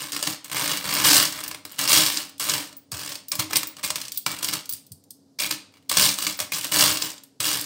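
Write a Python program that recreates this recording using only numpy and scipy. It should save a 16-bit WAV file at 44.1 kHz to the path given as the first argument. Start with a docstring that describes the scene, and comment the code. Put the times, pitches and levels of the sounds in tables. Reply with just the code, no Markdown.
"""Two hands rake and pick through a heap of small coins in a plastic tray, heard from close by.
Each stroke excites a dense random train of damped coin contacts, and single clinks stand out above it.
The contacts also knock on the tray modes; bare wall hits, thin high chimes and soft thumps join in.
A small room answers by convolution with decaying noise, over faint air and a narrow-band hum."""
import sys
import numpy as np
from scipy import signal
from scipy.fft import rfft, irfft
from scipy.io import wavfile

SR = 44100
rng = np.random.default_rng(int(sys.argv[2]) if len(sys.argv) > 2 else 0)


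def transcribe(u):
    """Save the signal u as a 16-bit wav file named by the first command-line argument.

    u: samples, shape (n,) or (channels, n), limited to [-1, 1]; the rate is SR.
    q: integer samples, one column per channel.
    """
    v = np.clip(np.atleast_2d(u).T, -1, 1)
    q = np.round(v * 32767).astype(np.int16)
    wavfile.write(sys.argv[1], SR, q)


N = 337365


def amp(db):
    """Decibel law: converts a level in dB to an amplitude ratio."""
    return 10 ** (np.asarray(db) / 20)


def unit(x):
    """Energy normalisation: scales the sum of squares to 1."""
    return x / np.sqrt(np.sum(x ** 2) + 1e-20)


def seconds(length):
    """Uniform sampling: the time axis in seconds."""
    return np.arange(int(length * SR)) / SR


def add(mix, start_s, sound):
    """Superposition: adds a sound into the mix in place, cut off at the end."""
    part = mix[max(round(start_s * SR), 0):][:len(sound)]
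    part += sound[:len(part)]


def through(x, response):
    """Linear filtering: convolves with an impulse response and keeps the length."""
    return signal.oaconvolve(x, response)[:len(x)]


def read(points, hz):
    """Logarithmic frequency scale: interpolates a table of (Hz, value) along it."""
    f, value = np.transpose(points)
    return np.interp(np.log(hz + 1), np.log(f + 1), value)


def colour(points, size=2048):
    """Minimum phase: the causal impulse response of a spectrum in dB, with energy 1."""
    log_gain = np.log(amp(read(points, abs(np.fft.fftfreq(size, 1 / SR)))))
    # the Hilbert transform of the log gain supplies the phase
    spectrum = np.exp(np.conj(signal.hilbert(log_gain)))
    return unit(np.fft.ifft(spectrum).real)


def band(points):
    """Spectral shaping: steady noise of a given spectrum, with rms 1."""
    gain = amp(read(points, np.fft.rfftfreq(N, 1 / SR)))
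    shaped = irfft(rfft(rng.standard_normal(N)) * gain, N)
    return np.sqrt(N) * unit(shaped)


# Spectrum of the room air. Each row: frequency in Hz, relative level in dB.
AIR_SPECTRUM = [(50, -24), (100, -5), (200, -1.5), (320, -11), (450, -9), (800, -17.5), (1200, -27.5),
                (2500, -37), (4800, -22.5), (9000, -32), (15000, -39)]
# Hum in the room. Each row: centre in Hz, offset of the -12 dB points in Hz, level in dB.
HUM_BANDS = [(96.7, 5.4, -72.5), (275.7, 13, -63), (443, 16, -79.5)]


def background(air_db=-63):
    """Narrow-band noise: a bandwidth of a few hertz makes the hum waver above the faint room air."""
    out = amp(air_db) * band(AIR_SPECTRUM)
    for hz, width, db in HUM_BANDS:
        peak = [(hz / 2, -80), (hz - width, -12), (hz, 0), (hz + width, -12), (hz * 2, -80)]
        out += amp(db) * band(peak)
    return out


# Reverberation of the room. Each row: frequency in Hz, time to decay by 60 dB in seconds.
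ROOM_DECAY = [(100, 0.12), (400, 0.55), (1200, 0.41), (3000, 0.42), (5000, 0.35), (8000, 0.32),
              (12000, 0.24), (16000, 0.17)]


def reflections(early_db=-12, early_s=0.0019, tail_db=-9, build_s=0.004):
    """Diffuse reflection: quick echoes off arms and table, then a frequency-dependent decay."""
    t = seconds(.6)
    hz, when, z = signal.stft(rng.standard_normal(len(t)), SR, nperseg=256)
    decay = amp(-60 * when / read(ROOM_DECAY, hz)[:, None])
    tail = signal.istft(z * decay, SR, nperseg=256)[1][:len(t)]
    early = rng.standard_normal(len(t)) * np.exp(-t / early_s)
    build = np.minimum(t / build_s, 1)
    return amp(tail_db) * unit(tail * build) + amp(early_db) * unit(early * build)


def room(x, wall_s=.00178, wall_db=-13, shifts_per_s=14, count=7):
    """Time-varying convolution: one fixed tray-wall echo; the other paths shift steadily, as for moving hands."""
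    out = x.copy()
    add(out, wall_s, amp(wall_db) * x)
    place = np.arange(N) / SR * shifts_per_s
    for k in range(count):
        # equal-power crossfade: two responses overlap, and all return in a cycle
        share = np.sin(np.pi / 2 * np.minimum((place + k) % count, 2))
        out += through(x * share, reflections())
    return out


# Fingertips that push through to the tray floor. Each row: start in seconds, relative level in dB.
FLOOR_PUSHES = [(0.287, -38), (1.177, -33), (2.924, -26.5), (3.385, -22), (3.84, -45), (4.265, -40),
                (4.724, -43), (4.907, -30.5), (5.974, -28), (6.408, -40), (7.396, -33)]


def thumps(thump_db=-5.5, rise_s=0.0091, low_hz=90, high_hz=160,
           table_hz=97, table_db=-11, table_t60=0.45, count=5):
    """Soft impact: a slow push has only low frequencies, and the table under the tray hums on briefly."""
    out, t = np.zeros(N), seconds(.4)
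    table = amp(table_db - 60 * t / table_t60) * np.sin(2 * np.pi * table_hz * t)
    for s, db in FLOOR_PUSHES:
        hz = np.geomspace(low_hz, high_hz, count)[:, None] * rng.lognormal(0, 0.14, (count, 1))
        tones = np.sin(2 * np.pi * (hz * t + rng.random((count, 1)))).sum(0)
        push = tones * t * np.exp(-t / rise_s)
        add(out, s, amp(db + thump_db) * (push / abs(push).max() + table))
    return out


# Coins that strike the bare plastic wall. Each row: start in seconds, relative level in dB.
WALL_STRIKES = [(3.3164, -31), (3.329, -29), (3.3974, -35), (3.5325, -18.5), (3.5575, -18), (3.837, -22),
                (3.8454, -23), (3.9577, -27.5), (4.2635, -24), (5.389, -27), (5.4, -23.5), (5.422, -18.5),
                (5.445, -20.5), (5.479, -29.5), (5.5086, -23), (6.2694, -25), (6.4018, -25),
                (6.5211, -18.5)]
# Ringing of that wall. Each row: frequency in Hz, relative level in dB, 60 dB decay time in seconds.
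WALL_RESONANCES = [(1132, -6.5, 0.022), (2170, 0.5, 0.049), (2397, 5.5, 0.048), (2570, -10, .028),
                   (3100, -15, .022)]


def wall(wall_db=-9.5, detune=0.027):
    """Modal decay of a thin plate: a short hollow ring, slightly retuned at every hit."""
    out, t = np.zeros(N), seconds(.1)
    hz, db, t60 = np.transpose(WALL_RESONANCES)[:, :, None]
    for s, hit_db in WALL_STRIKES:
        pitch = hz * rng.lognormal(0, detune, hz.shape)
        decay = amp(hit_db + wall_db + db - 60 * t / t60)
        add(out, s, (decay * np.sin(2 * np.pi * pitch * t)).sum(0))
    return out


def loosened(rattle, per_s, above_db, spread_db):
    """Poisson process: chance events in each stroke; level follows it, plus a set offset and random spread."""
    chance, size = rng.random(N), rng.uniform(-1.1, 1, N)
    at = np.flatnonzero((chance < per_s / SR) & (rattle > 0))
    # rows of start in seconds and relative level in dB
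    return zip(at / SR, 20 * np.log10(rattle[at]) + above_db + spread_db * size[at])


# Small coins that come loose and ring thinly. Each row: start in seconds, relative level in dB.
LOOSE_COINS = [(.2977, -22), (.6494, -25), (1.48, -29), (2.7671, -25.5), (3.0889, -27.5), (3.2834, -24),
               (3.6711, -16.5), (4.12, -28), (4.145, -24), (4.1754, -16), (4.2662, -21), (4.3146, -26),
               (4.4468, -26.5), (4.6932, -13), (4.7247, -27.5), (6.3709, -29), (7.0144, -21),
               (7.0494, -23.5)]


def chimes(rattle, chime_db=-8, t60=0.099, rise_s=.002, centre_hz=15380, spread_hz=100, split_hz=70):
    """Beating: a coin free for a moment rings very high up in a close pair of modes."""
    out, t = np.zeros(N), seconds(.25)
    for s, db in [*LOOSE_COINS, *loosened(rattle, per_s=4, above_db=-4.5, spread_db=9)]:
        hz = centre_hz + spread_hz * rng.standard_normal()
        second_hz = hz + split_hz * rng.standard_normal()
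        pair = np.sin(2 * np.pi * hz * t) + .5 * np.sin(2 * np.pi * second_hz * t)
        envelope = amp(db + chime_db - 60 * t / t60) * (1 - np.exp(-t / rise_s))
        add(out, s, envelope * pair)
    return out


# Modes of the loaded tray. Each row: frequency in Hz, relative level in dB, 60 dB decay time in seconds.
TRAY_RESONANCES = [(98, -16, 0.032), (140, -2, 0.019), (160, -7, 0.11), (194.5, 0, 0.16), (293, 0.5, 0.21),
                   (312.1, 3.5, 0.19), (404, 0.5, 0.026), (619, 1.5, 0.092), (1280, -0.5, 0.0051)]
# Colour of the knocks in the plastic. Each row: frequency in Hz, relative level in dB.
KNOCK_SPECTRUM = [(40, -47.5), (65, -27), (100, 0.5), (250, -5.5), (400, -0.5), (600, -5), (800, -1),
                  (1100, 2), (1600, -1.5), (2300, -1.5), (3200, -3), (5000, -7), (10000, -49)]


def tray(knocks, boom_db=-7):
    """Modal resonance: the plastic clacks under the heap and booms in its low modes."""
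    t = seconds(.25)
    boom = sum(amp(db - 60 * t / t60) * np.sin(2 * np.pi * hz * t) for hz, db, t60 in TRAY_RESONANCES)
    return through(knocks, colour(KNOCK_SPECTRUM)) + amp(boom_db) * through(knocks, unit(boom))


def chatter(t, crack_s, settle_s, settle_db, tick_db):
    """Impact excitation: a sharp tick and crack, then a brief buzz as the neighbouring coins take it up."""
    envelope = np.exp(-t / crack_s) + amp(settle_db) * np.exp(-t / settle_s)
    buzz = unit(rng.standard_normal(len(t)) * envelope)
    return unit(buzz + amp(tick_db) * rng.choice([-1, 1]) * (t == 0))


def knock():
    """Transmission through a granular heap: the dull clack of a contact passed down to the tray."""
    return chatter(seconds(.06), crack_s=0.0022, settle_s=0.015, settle_db=-11, tick_db=-12)


# Ringing of the coins. Each row: frequency in Hz, relative level in dB, 60 dB decay time in seconds
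# of a coin lying loose, spread of the frequency from coin to coin as a share.
COIN_RESONANCES = [(3940, -4, 0.038, .1), (4995, -5, 0.054, 0.035), (6140, -12, 0.023, 0.098),
                   (8010, -5, 0.083, 0.041), (9060, 0, 0.073, 0.045), (11700, -2, 0.058, .08),
                   (14300, -10, 0.068, 0.059)]


def ring(t, looseness):
    """Damped modes: one coin rings, cut short by the coins lying on it; looseness scales the decay times."""
    hz, db, t60, spread = np.transpose(COIN_RESONANCES)[:, :, None]
    detune, phase = rng.standard_normal((2, len(hz), 1))
    decay = amp(db - 60 * t / (t60 * looseness))
    pitch = hz * (1 + spread * detune)
    return unit((decay * np.sin(2 * np.pi * (pitch * t + phase))).sum(0))


def toppling(rattle, tray_db=-18, bright_db=-13):
    """Random excitation: further clinks that the strokes scatter among the listed ones."""
    scattered = loosened(rattle, per_s=13, above_db=8.5, spread_db=1)
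    return [(s, db, tray_db, bright_db) for s, db in scattered]


# Single coins that drop or snap over. Each row: start in seconds, relative level in dB,
# knock on the tray in dB relative to that level, brightness in dB on an arbitrary scale.
SINGLE_COINS = [(.1206, -13.5, -24, -11), (.164, -13, -7, -14), (.2271, -7, -11.5, -12),
                (.273, -6.5, -5.5, -13), (.445, -20, -19, -2), (.498, -22.5, -4, -10),
                (.5236, -20, -12, -12), (.7153, -8.5, -18, -20.5), (.7727, -10, -17, -18),
                (.9384, -5, -18, 5), (1.145, -2, -28, -8), (1.165, 1.5, -16, -4), (1.2281, -1.5, -12, 3),
                (1.2528, -7.5, -35, -15), (1.324, -17.5, -18, -6), (1.4054, -17, -11, -5),
                (1.4381, -13, -24, -1), (1.4793, -11.5, -19, 4), (1.5132, -17, -4, -9),
                (1.546, -19.5, -4, -8), (1.6522, -18, -8.5, -2.5), (1.72, -20.5, -22, 6),
                (1.7911, -6.5, -18, -5), (1.8528, -14, -3, -21), (1.8932, -3.5, -18, -13),
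                (1.9292, 0.5, -25, -15), (1.974, 0, -26, -14), (2.0631, -5.5, -35, -30),
                (2.1723, -7, -32, -37), (2.2943, -26, -16, 4), (2.381, -29.5, -29, -4),
                (2.3976, -9.5, -18, -8), (2.4958, -3.5, -16, -20), (2.538, -7, -10.5, -15),
                (2.6763, -32.5, -8, -18), (2.7273, -31, -5, -18), (2.7677, -28.5, -33, 6),
                (2.9178, -14, -13, -6), (3.1235, -21.5, -30, -20), (3.1552, -17, -17, -18),
                (3.284, -17.5, -36.5, 4), (3.3181, -5, -21, -9), (3.3538, -9.5, -16.5, 5),
                (3.396, -4, -12.5, -4.5), (3.5323, -7, -9.5, -11), (3.5575, -3, -28, -11),
                (3.5682, 1.5, -16.5, -1.5), (3.6315, -11, -7, -7), (3.6716, -13, -40, 9),
                (3.7676, -25.5, -8, -18), (3.8478, -10, -19, -5), (3.904, -6.5, -9.5, -15),
                (3.9575, -8.5, -10.5, -11), (4.0153, -14, -26, -13), (4.0523, -20.5, -23, -29),
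                (4.0821, -19.5, -19, -16), (4.12, -13.5, -33, -2), (4.1745, -4.5, -44, 11),
                (4.2638, -5.5, -4.5, -11), (4.3155, -13.5, -7, -2), (4.3884, -18.5, -31, -10),
                (4.4288, -9.5, -9, -4), (4.4454, -6, -26, -5), (4.4874, -10, -5, -6),
                (4.5354, -8, -18, -12), (4.657, -23.5, -34.5, -7.5), (4.693, -12, -44, 4.5),
                (4.725, -10.5, -30, 12), (4.7354, -9.5, -43, 12), (4.8666, -33, -38, 1.5),
                (4.9195, -19, -49.5, 7), (5.0394, -38.5, -26.5, 1), (5.1067, -19.5, -44, 7),
                (5.4016, -9, -35.5, -13.5), (5.5111, -7, -12, -12), (5.8954, -6, -23, -6),
                (5.915, -6, -9.5, -11), (5.9707, 1, -14.5, -12), (6.0548, -2, -28.5, -27),
                (6.0903, -6, -33, -27), (6.1866, -10, -9.5, -5), (6.2241, -8.5, -16, -7),
                (6.2675, -6, -8.5, -15), (6.3906, -12, -8, -8), (6.402, -6, -10, -7),
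                (6.5203, -10.5, -18, 2), (6.5449, -14, -21, -25), (6.6444, -8, -12, -6),
                (6.8083, 0, -16, -38), (6.913, -9, -24, -30), (6.9718, -10, -19.5, -12),
                (7.022, -8, -11, -30), (7.1024, -19.5, -19, -18.5), (7.1797, -28, -27, -27.5),
                (7.236, -26, -26, 5), (7.4031, -6.5, -14, -8), (7.4691, -6.5, -29.5, -3),
                (7.612, -8, -23, 3.5)]


def clinks(rattle, clink_db=13, knock_db=12, ring_db=-9, plain_brightness_db=-7, lead_db=-19, lead_s=0.0015):
    """Impact and spectral tilt: coins on top sound thin and bright, deeper ones knock on the tray."""
    coins, knocks = np.zeros((2, N))
    t, lead_t = seconds(.15), seconds(.006)
    for s, db, tray_db, bright_db in [*SINGLE_COINS, *toppling(rattle)]:
        thin_db = bright_db - plain_brightness_db
        low_cut_db = -1.4 * np.clip(thin_db, 0, 14)
        tilt = colour([(2200, low_cut_db), (4500, 0.0076), (7000, 0.0095), (12000, 0.63 * thin_db)], size=256)
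        contact = chatter(t, crack_s=0.0025, settle_s=0.009, settle_db=-11, tick_db=-12.5)
        sound = contact + amp(ring_db) * ring(t, looseness=0.67)
        add(coins, s, amp(db + clink_db) * unit(through(sound, tilt)))
        add(knocks, s, amp(db + tray_db + knock_db) * knock())
        # a short swell of noise leads into each clink, softening its attack
        lead = through(rng.standard_normal(len(lead_t)) * np.exp(lead_t / lead_s), tilt)
        add(coins, s - lead_t[-1], amp(db + clink_db + lead_db) * unit(lead))
    return coins, knocks


def jostle(ring_db=-8, looseness=0.21, variety_db=4):
    """Heavy damping: one coin nudged inside the heap barely rings, and has its own colour."""
    t = seconds(.12)
    own = colour([(hz, variety_db * rng.standard_normal()) for hz in np.geomspace(1500, 16000, 8)], size=256)
    contact = chatter(t, crack_s=0.002, settle_s=0.0065, settle_db=-6, tick_db=-13.5)
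    sound = contact + amp(ring_db) * ring(t, looseness * rng.lognormal(0, 0.63))
    return unit(through(sound, own))


# Strokes of the hand through the heap. Each row: start in seconds, speeding up in seconds, steady in seconds,
# slowing down in seconds, rattle of the coins in relative dB, knocking on the tray in relative dB.
HAND_STROKES = [(0, 0.0024, 0.011, 0.27, -30, -35), (.12, 0.0044, 0.033, .25, -29, -35),
                (0.223, 0.0037, 0.099, 0.086, -30, -36.5), (.445, 0.0048, 0.013, .12, -41, -46),
                (0.513, 0.031, .18, 0.29, -25.5, -29), (.842, .12, 0.094, 0.12, -23.5, -26),
                (1.038, 0.011, .12, 0.25, -13.5, -21.5), (1.31, .01, 0.12, 0.29, -36, -38),
                (1.652, 0.0058, 0.19, 0.19, -46, -49.5), (1.781, 0.0032, 0.064, 0.077, -23.5, -29),
                (1.875, 0.046, 0.038, 0.43, -13.5, -22.5), (2.159, 0.0063, 0.03, 0.14, -31, -36),
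                (2.396, 0.0035, 0.068, 0.12, -26, -33.5), (2.478, 0.006, 0.061, 0.24, -24.5, -30),
                (2.9155, .004, .2, 0.17, -33.5, -39.5), (3.316, 0.0052, 0.011, 0.087, -35.5, -35.5),
                (3.385, 0.0033, 0.0087, 0.089, -22, -28), (3.49, 0.04, 0.0036, 0.21, -31.5, -33),
                (3.553, 0.0026, 0.0077, 0.076, -20.5, -35), (3.775, 0.0035, .012, 0.072, -42, -42.5),
                (3.83, 0.0033, 0.0052, .16, -24, -33.5), (3.954, 0.0032, 0.0087, 0.33, -34, -39),
                (4.135, 0.028, .01, 0.064, -39, -66), (4.263, .003, .012, 0.45, -33, -35),
                (4.422, 0.0062, 0.056, 0.13, -27.5, -37), (4.524, 0.0063, 0.0065, 0.14, -25.5, -31),
                (4.69, 0.0054, 0.059, 0.092, -41, -58.5), (5.387, 0.014, .03, 0.24, -23.5, -33.5),
                (5.504, .005, 0.017, 0.06, -26.5, -35), (5.72, .01, 0.02, 0.27, -58, -57),
                (5.897, 0.018, 0.063, 0.047, -25, -34.5), (5.966, .025, 0.051, 0.23, -15, -24.5),
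                (6.18, 0.045, 0.071, .13, -27, -37), (6.39, 0.016, 0.0049, 0.11, -27.5, -34.5),
                (6.52, .003, 0.042, 0.25, -25, -35.5), (6.634, 0.0091, 0.008, 0.14, -31, -36),
                (6.715, 0.095, 0.017, 0.34, -15, -22), (7.013, 0.0052, 0.008, 0.23, -26, -33),
                (7.401, 0.048, 0.079, 0.28, -21.5, -30.5)]


def stirring(entry_speed=0.78, loudness_power=2.98):
    """Power law of speed: each stroke speeds up, holds and slows to rest; gives rattle and knocking strength."""
    rattle_energy, weight_energy = np.zeros((2, N))
    for s, push_s, hold_s, slow_s, coins_db, tray_db in HAND_STROKES:
        corners = np.cumsum([0, push_s, hold_s, slow_s])
        # the fingers meet the heap at a share of full speed
        speed = np.interp(seconds(corners[-1]), corners, [entry_speed, 1, 1, 0])
        strength = speed ** loudness_power
        # overlapping strokes add in energy
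        add(rattle_energy, s, (amp(coins_db) * strength) ** 2)
        add(weight_energy, s, (amp(tray_db) * strength) ** 2)
    return np.sqrt([rattle_energy, weight_energy])


def raking(rattle, weight, peak_contacts_per_s=800, crowding=.4, size_db=3.5,
           rattle_db=1.0, knock_db=-2.0, scrape_db=-13, count=48):
    """Random impact train: coins slip over each other, and a stronger stroke moves more of them at once."""
    rate = peak_contacts_per_s * (rattle / rattle.max() + 0.011) ** crowding
    sizes = (rng.random(N) < rate / SR) * amp(size_db * np.minimum(rng.exponential(1, N), 3.5))
    # the work of the hand is shared among the contacts of each moment
    window = signal.windows.hann(1601)
    local_energy = abs(signal.oaconvolve(sizes ** 2, window / window.sum(), "same"))
    sizes /= np.sqrt(local_energy + 0.0018)
    voices = [(jostle(), knock()) for _ in range(count)]
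    which = rng.integers(0, count, N)
    # faces that slide on each other give a fine scrape between the contacts
    coins, knocks = amp(scrape_db) * rng.standard_normal((2, N)) * [rattle, weight]
    for at in np.flatnonzero(sizes):
        clink, clack = voices[which[at]]
        add(coins, at / SR, sizes[at] * rattle[at] * clink)
        add(knocks, at / SR, sizes[at] * weight[at] * clack)
    return amp(rattle_db) * coins, amp(knock_db) * knocks


# Colour of the coin sound. Each row: frequency in Hz, relative level in dB.
COIN_SPECTRUM = [(500, -55.5), (1500, -23.5), (2500, -5.5), (3500, -3), (4800, 0), (6500, -2), (8700, -2),
                 (10000, -7.5), (13500, -5.5), (15500, -4.5), (17000, 3)]


def scene():
    """Source and path: coin contacts sound directly, through the tray and by way of the room."""
    rattle, weight = stirring()
    coins, knocks = np.add(raking(rattle, weight), clinks(rattle))
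    near = through(coins, colour(COIN_SPECTRUM)) + tray(knocks) + wall() + chimes(rattle)
    return (room(near) + thumps() + background())[None]


def record(dry, low_cut_hz=80, edge_hz=15780):
    """Overload and band limiting: peaks are clipped, then deep bass and the highest treble are removed."""
    limited = np.clip(dry, -.9, .9)
    thinned = signal.sosfilt(signal.butter(5, low_cut_hz, "high", fs=SR, output="sos"), limited)
    low_pass = signal.firwin(601, edge_hz, window=("kaiser", 8), fs=SR)
    return signal.oaconvolve(thinned, low_pass[None], "same")


dry = scene()
out = record(dry)
transcribe(out)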